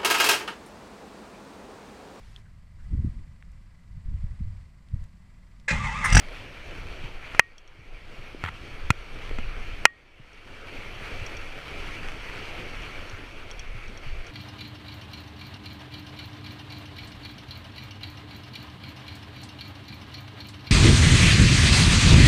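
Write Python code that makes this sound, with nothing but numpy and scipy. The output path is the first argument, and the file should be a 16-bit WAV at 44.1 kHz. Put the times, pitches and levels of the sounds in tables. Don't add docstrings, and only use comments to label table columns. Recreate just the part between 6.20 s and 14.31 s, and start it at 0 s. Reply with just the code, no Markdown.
import sys
import numpy as np
from scipy import signal
from scipy.fft import rfft, irfft, next_fast_len
from scipy.io import wavfile
from scipy.ndimage import uniform_filter1d, minimum_filter1d, map_coordinates

SR = 44100
rng = np.random.default_rng(int(sys.argv[2]) if len(sys.argv) > 2 else 0)


def pcm_store(signal):
    levels = np.round(np.clip(np.atleast_2d(signal), -1, 1) * 32767)
    wavfile.write(sys.argv[1], SR, levels.astype(np.int16).T)


N = 357629


# time_s, level_db
CRUNCH_LEVELS = [(0, -43), (0.33, -47), (0.55, -44.5), (1.0, -47), (1.5, -42.5), (2.2, -47.5), (2.7, -46.5),
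                 (3.0, -43.5), (3.45, -45.5), (4.3, -42.5), (4.7, -43.5), (4.93, -39.5), (5.28, -44),
                 (5.5, -41), (6.35, -41), (6.78, -41.5), (7.0, -45.5), (8.11, -46.5)]
# pitch_hz, level_db
SNOW_TONE = [(200, -37), (600, -11.5), (1000, -5.5), (1700, -3.5), (2700, -3), (3200, -6), (3700, -14),
             (5000, -20.5), (6500, -24.5), (7300, -28), (10000, -24), (14500, -26.5), (15500, -47.5)]
# pitch_hz, width_hz, boost_db
CASE_BOOSTS = [(1340, 180, 4), (2303, 325, 6), (4470, 550, 6.5), (5610, 440, 4.5), (6270, 350, 3.5)]
# pitch_hz, level_db
RUMBLE_TONE = [(30, -21), (60, 8), (100, 8.5), (150, 1), (210, -1), (300, 1.5), (480, 1.5), (750, -4),
               (1200, -22), (2500, -41.5)]

def tyres():
    crunch_db = over_time(CRUNCH_LEVELS)
    rumble_db = -47 + .8 * (crunch_db + 45)
    grains_per_s, spread_db = 2000, 2.2
    breaks = rng.random(N) < grains_per_s / SR
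    grains = breaks * rng.standard_normal(N) * amp(spread_db * rng.exponential(size=N))
    crush = patchy(rng.standard_normal(N) + .5 * unit(grains), depth_db=1.34)

    def boost_db(hz):
        return sum(db / (1 + (2 * (hz - centre) / width) ** 2) for centre, width, db in CASE_BOOSTS)

    crunch = unit(filtered(crush, lambda hz: amp(along(SNOW_TONE, hz) + boost_db(hz))))
    rumble = with_tone(patchy(rng.standard_normal(N), depth_db=1.5), RUMBLE_TONE)
    uneven_db = 0.21 * wobble(6)
    crunch *= amp(crunch_db + 0.92 * wobble(25))
    rumble *= amp(rumble_db + .66 * wobble(30))
    return amp(uneven_db) * (crunch + rumble)


# start_s, clack_db, brightness_hz, spot_hz, spot_db, thud_db, thud_hz, ring_db
CASE_KNOCKS = [(1.1485, -31, 2490, 1365, 3.5, -38, 200, -73),
               (1.1947, 4.5, 3000, 1720, 1, -16.5, 131.4, -21),
               (2.2393, -25, 2000, 1400, 4, -24.5, 89.3, -68), (2.7043, -20, 12000, 2520, -3, -18, 92, -67),
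               (2.7051, -13, 6000, 1250, 2.5, -11, 91, -70), (3.1864, -34, 2570, 1400, 4, -40, 200, -72),
               (3.6539, 6, 3160, 1680, 3.5, -12, 193, -21)]
# pitch_hz, level_db, fade_s
CASE_TONES = [(780, -17, 0.0046), (1010, -7, 0.012), (1392, -1.5, 0.019), (1891, -1, 0.012),
              (2064, -2, 0.017), (2485, 0.5, 0.021), (2790, -10, 0.03), (3246, -11.5, 0.018),
              (4210, -12, 0.0092), (5860, -9.5, 0.0048), (7160, -12, 0.015), (9910, -33.5, .008)]
# pitch_hz, level_db, fade_s
STRIKER_TONES = [(1150, -1.5, 0.097), (1880, 1.5, 0.25), (2810, -17.5, .09), (5600, -19.5, 0.054),
                 (8300, -26, 0.031)]

def knocks():
    spot_width_hz, onset_s = 350, .005
    track = np.zeros(N)
    for start_s, clack_db, brightness_hz, spot_hz, spot_db, thud_db, thud_hz, ring_db in CASE_KNOCKS:
        def contact(hz):
            band = 1j * hz * spot_width_hz / (spot_hz ** 2 - hz ** 2 + 1j * hz * spot_width_hz)
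            return (1 + (amp(spot_db) - 1) * band) / (1 + 1j * hz / brightness_hz)

        clack = filtered(ring(CASE_TONES, crack=0.44, crack_fade_s=0.018), contact)
        onset_level = np.std(clack[:round(onset_s * SR)])
        add(track, start_s, amp(clack_db) * clack / onset_level)
        add(track, start_s, amp(thud_db) * thud(thud_hz, fade_cycles=2.9, rise_cycles=0.049))
        add(track, start_s, amp(ring_db) * ring(STRIKER_TONES, crack=0.12, crack_fade_s=.02))
    return track


# peak_s, length_s, boost_db
WIND_GUSTS = [(0.05, 0.2, 3.5), (0.6, 0.28, 4), (1.5, 0.55, 9), (2.42, 0.15, 6), (2.667, 0.097, 12.5),
              (3.27, 0.4, 14), (3.53, 0.13, 9.5), (5.181, 0.18, 7.5), (5.65, 0.42, 5.5), (6.592, 0.15, 9.5),
              (7.503, 0.57, 5), (7.976, 0.14, 11.5)]
# pitch_hz, level_db
WIND_TONE = [(5, -24.5), (14, 2.5), (22, -1), (35, -11), (60, -18), (120, -28), (300, -56.5), (1000, -100)]

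def wind():
    t = np.arange(N) / SR
    gust_db = sum(db * np.exp(-(2 * (t - peak_s) / length_s) ** 2) for peak_s, length_s, db in WIND_GUSTS)
    air = with_tone(rng.standard_normal(N), WIND_TONE)
    breeze_db = -40.5 + 1.66 * wobble(4.194)
    fluttering_air = unit(air * amp(1.9 * wobble(21)))
    return amp(breeze_db + gust_db) * fluttering_air


# start_s, peak_db, pitch_hz, rise_cycles
TRAIL_BUMPS = [(0.201, -41, 93, 1.9), (.650, -40, 85, 1.9), (.838, -35, 119, 1.9), (1.584, -30, 121, 1.9),
               (1.988, -37.5, 109, 1.9), (2.147, -30.5, 330, 0.27), (3.1116, -29.5, 378, 0.11),
               (3.186, -30, 228, .6), (3.996, -29.5, 126.4, 1.9), (3.999, -36, 264, 1),
               (5.013, -32, 95, 1.9), (6.929, -32.5, 92, 1.9), (7.546, -34, 108, 1.9), (7.693, -37, 204, 1),
               (7.862, -34, 123, 1.9)]

def bumps():
    track = np.zeros(N)
    for start_s, peak_db, pitch_hz, rise_cycles in TRAIL_BUMPS:
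        add(track, start_s, amp(peak_db) * thud(pitch_hz, fade_cycles=6.6, rise_cycles=rise_cycles))
    return track


# start_s, peak_db
CHAIN_TICKS = [(1.3813, -22.5), (1.4766, -27.5), (4.1321, -36.5), (5.0640, -26.5), (5.169, -29.5),
               (6.6195, -38), (6.8967, -35), (7.3124, -29), (7.3945, -26.5), (7.6805, -37.5),
               (7.7745, -33.5), (8.0672, -36)]
# pitch_hz, level_db, fade_s
CHAIN_TONES = [(3290, 4.5, 0.03), (4530, 0, 0.021), (5620, 7, 0.034), (6270, 2.5, 0.028), (8150, -15, .02),
               (10350, -22.5, 0.026)]

def chain():
    track = np.zeros(N)
    for start_s, peak_db in CHAIN_TICKS:
        tick = ring(CHAIN_TONES, crack=0.96, crack_fade_s=0.026)
        tick = filtered(tick, lambda hz: 1 / (1 + 1j * hz / 6000))
        add(track, start_s, amp(peak_db) * tick / np.abs(tick).max())
    return track


# peak_s, level_db, rise_s
CASE_SLIPS = [(2.2405, -32, 0.0012), (2.251, -28, 0.0023), (2.2620, -27.5, 0.001), (2.2750, -36, 0.0027),
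              (2.2900, -28.5, 0.0074)]
# pitch_hz, level_db
CREAK_TONE = [(400, -29), (620, -21), (820, -1), (1600, 3), (2500, -2), (3500, -11), (6000, -31),
              (14000, -29)]

def rub():
    fade_s, rock_hz = 0.016, 88
    t = np.arange(N) / SR
    grip, rocking = np.zeros(N), np.zeros(N)
    for peak_s, level_db, rise_s in CASE_SLIPS:
        build_up = np.exp(np.minimum(t - peak_s, 0) / rise_s)
        let_go = amp(-60 * np.maximum(t - peak_s, 0) / fade_s)
        grip += amp(level_db) * build_up * let_go
        add(rocking, peak_s, amp(level_db - 4.5) * thud(rock_hz, fade_cycles=4.8, rise_cycles=0.23))
    return rocking + grip * with_tone(rng.standard_normal(N), CREAK_TONE)


# pitch_hz, level_db
WHINE_TONES = [(8780, -87), (11719, -90), (14626, -91)]

def whine():
    t = np.arange(N) / SR
    return sum(np.sqrt(2) * amp(db) * np.sin(2 * np.pi * hz * t) for hz, db in WHINE_TONES)


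def ring(tones, crack, crack_fade_s):
    t = np.arange(SR // 4) / SR
    ringing = sum(amp(db + rng.standard_normal() - 60 * t / fade_s) * np.sin(2 * np.pi * hz * t)
                  for hz, db, fade_s in tones)
    return ringing + crack * amp(-60 * t / crack_fade_s) * rng.standard_normal(len(t))


def thud(pitch_hz, fade_cycles, rise_cycles):
    cycles = pitch_hz * np.arange(SR // 4) / SR
    swell = 1 - np.exp(-cycles / rise_cycles)
    swing = np.cos(2 * np.pi * cycles) * amp(-60 * cycles / fade_cycles) * swell
    return swing / np.abs(swing).max()


def amp(db):
    return 10 ** (np.asarray(db) / 20)


def unit(x):
    return x / np.sqrt(np.mean(x ** 2) + 1e-20)


def along(points, hz):
    pitches_hz, levels_db = np.transpose(points)
    return np.interp(np.log(hz + 1), np.log(pitches_hz + 1), levels_db)


def over_time(points):
    return np.interp(np.arange(N) / SR, *np.transpose(points))


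def wobble(per_s):
    points = rng.standard_normal(int(N * per_s / SR) + 4)
    return map_coordinates(points, [np.arange(N) * per_s / SR])


def filtered(x, response):
    size = next_fast_len(len(x) + SR // 2)
    return irfft(rfft(x, size) * response(np.fft.rfftfreq(size, 1 / SR)), size)[:len(x)]


def with_tone(noise, tone):
    return unit(filtered(noise, lambda hz: amp(along(tone, hz))))


def patchy(noise, depth_db):
    spectrum = signal.stft(noise, nperseg=512)[2]
    patches = uniform_filter1d(rng.standard_normal(spectrum.shape), size=6, axis=0)
    patches = uniform_filter1d(patches, size=14, axis=1)
    return signal.istft(spectrum * amp(depth_db * unit(patches)), nperseg=512)[1][:N]


def add(track, start_s, sound):
    part = track[round(start_s * SR):][:len(sound)]
    part += sound[:len(part)]


def scene():
    return (tyres() + wind() + bumps() + chain() + knocks() + rub() + whine())[None]


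def auto_volume(x, max_cut_db, hold_s, recover_db_per_s, react_s):
    over_db = np.clip(20 * np.log10(np.abs(x) + 1e-9), 0, max_cut_db)
    hold = int(hold_s * SR)
    held_db = -minimum_filter1d(-over_db, hold, origin=(hold - 1) // 2, mode="constant")
    climb_db = recover_db_per_s * np.arange(N) / SR
    cut_db = np.maximum.accumulate(held_db + climb_db) - climb_db
    smoothing = np.exp(-1 / (react_s * SR))
    return x * amp(-signal.lfilter([1 - smoothing], [1, -smoothing], cut_db))


# pitch_hz, level_db
CAMERA_TREBLE = [(8000, 0), (11000, -8.5), (14500, -9), (16000, -30.5)]

def record(dry):
    highest_hz = 16400
    ducked = auto_volume(dry[0], max_cut_db=15, hold_s=.3, recover_db_per_s=26, react_s=.004)
    flattened = np.clip(ducked, -1, 1)
    return filtered(flattened, lambda hz: amp(along(CAMERA_TREBLE, hz)) * (hz < highest_hz))[None]


dry = scene()
out = record(dry)
pcm_store(out)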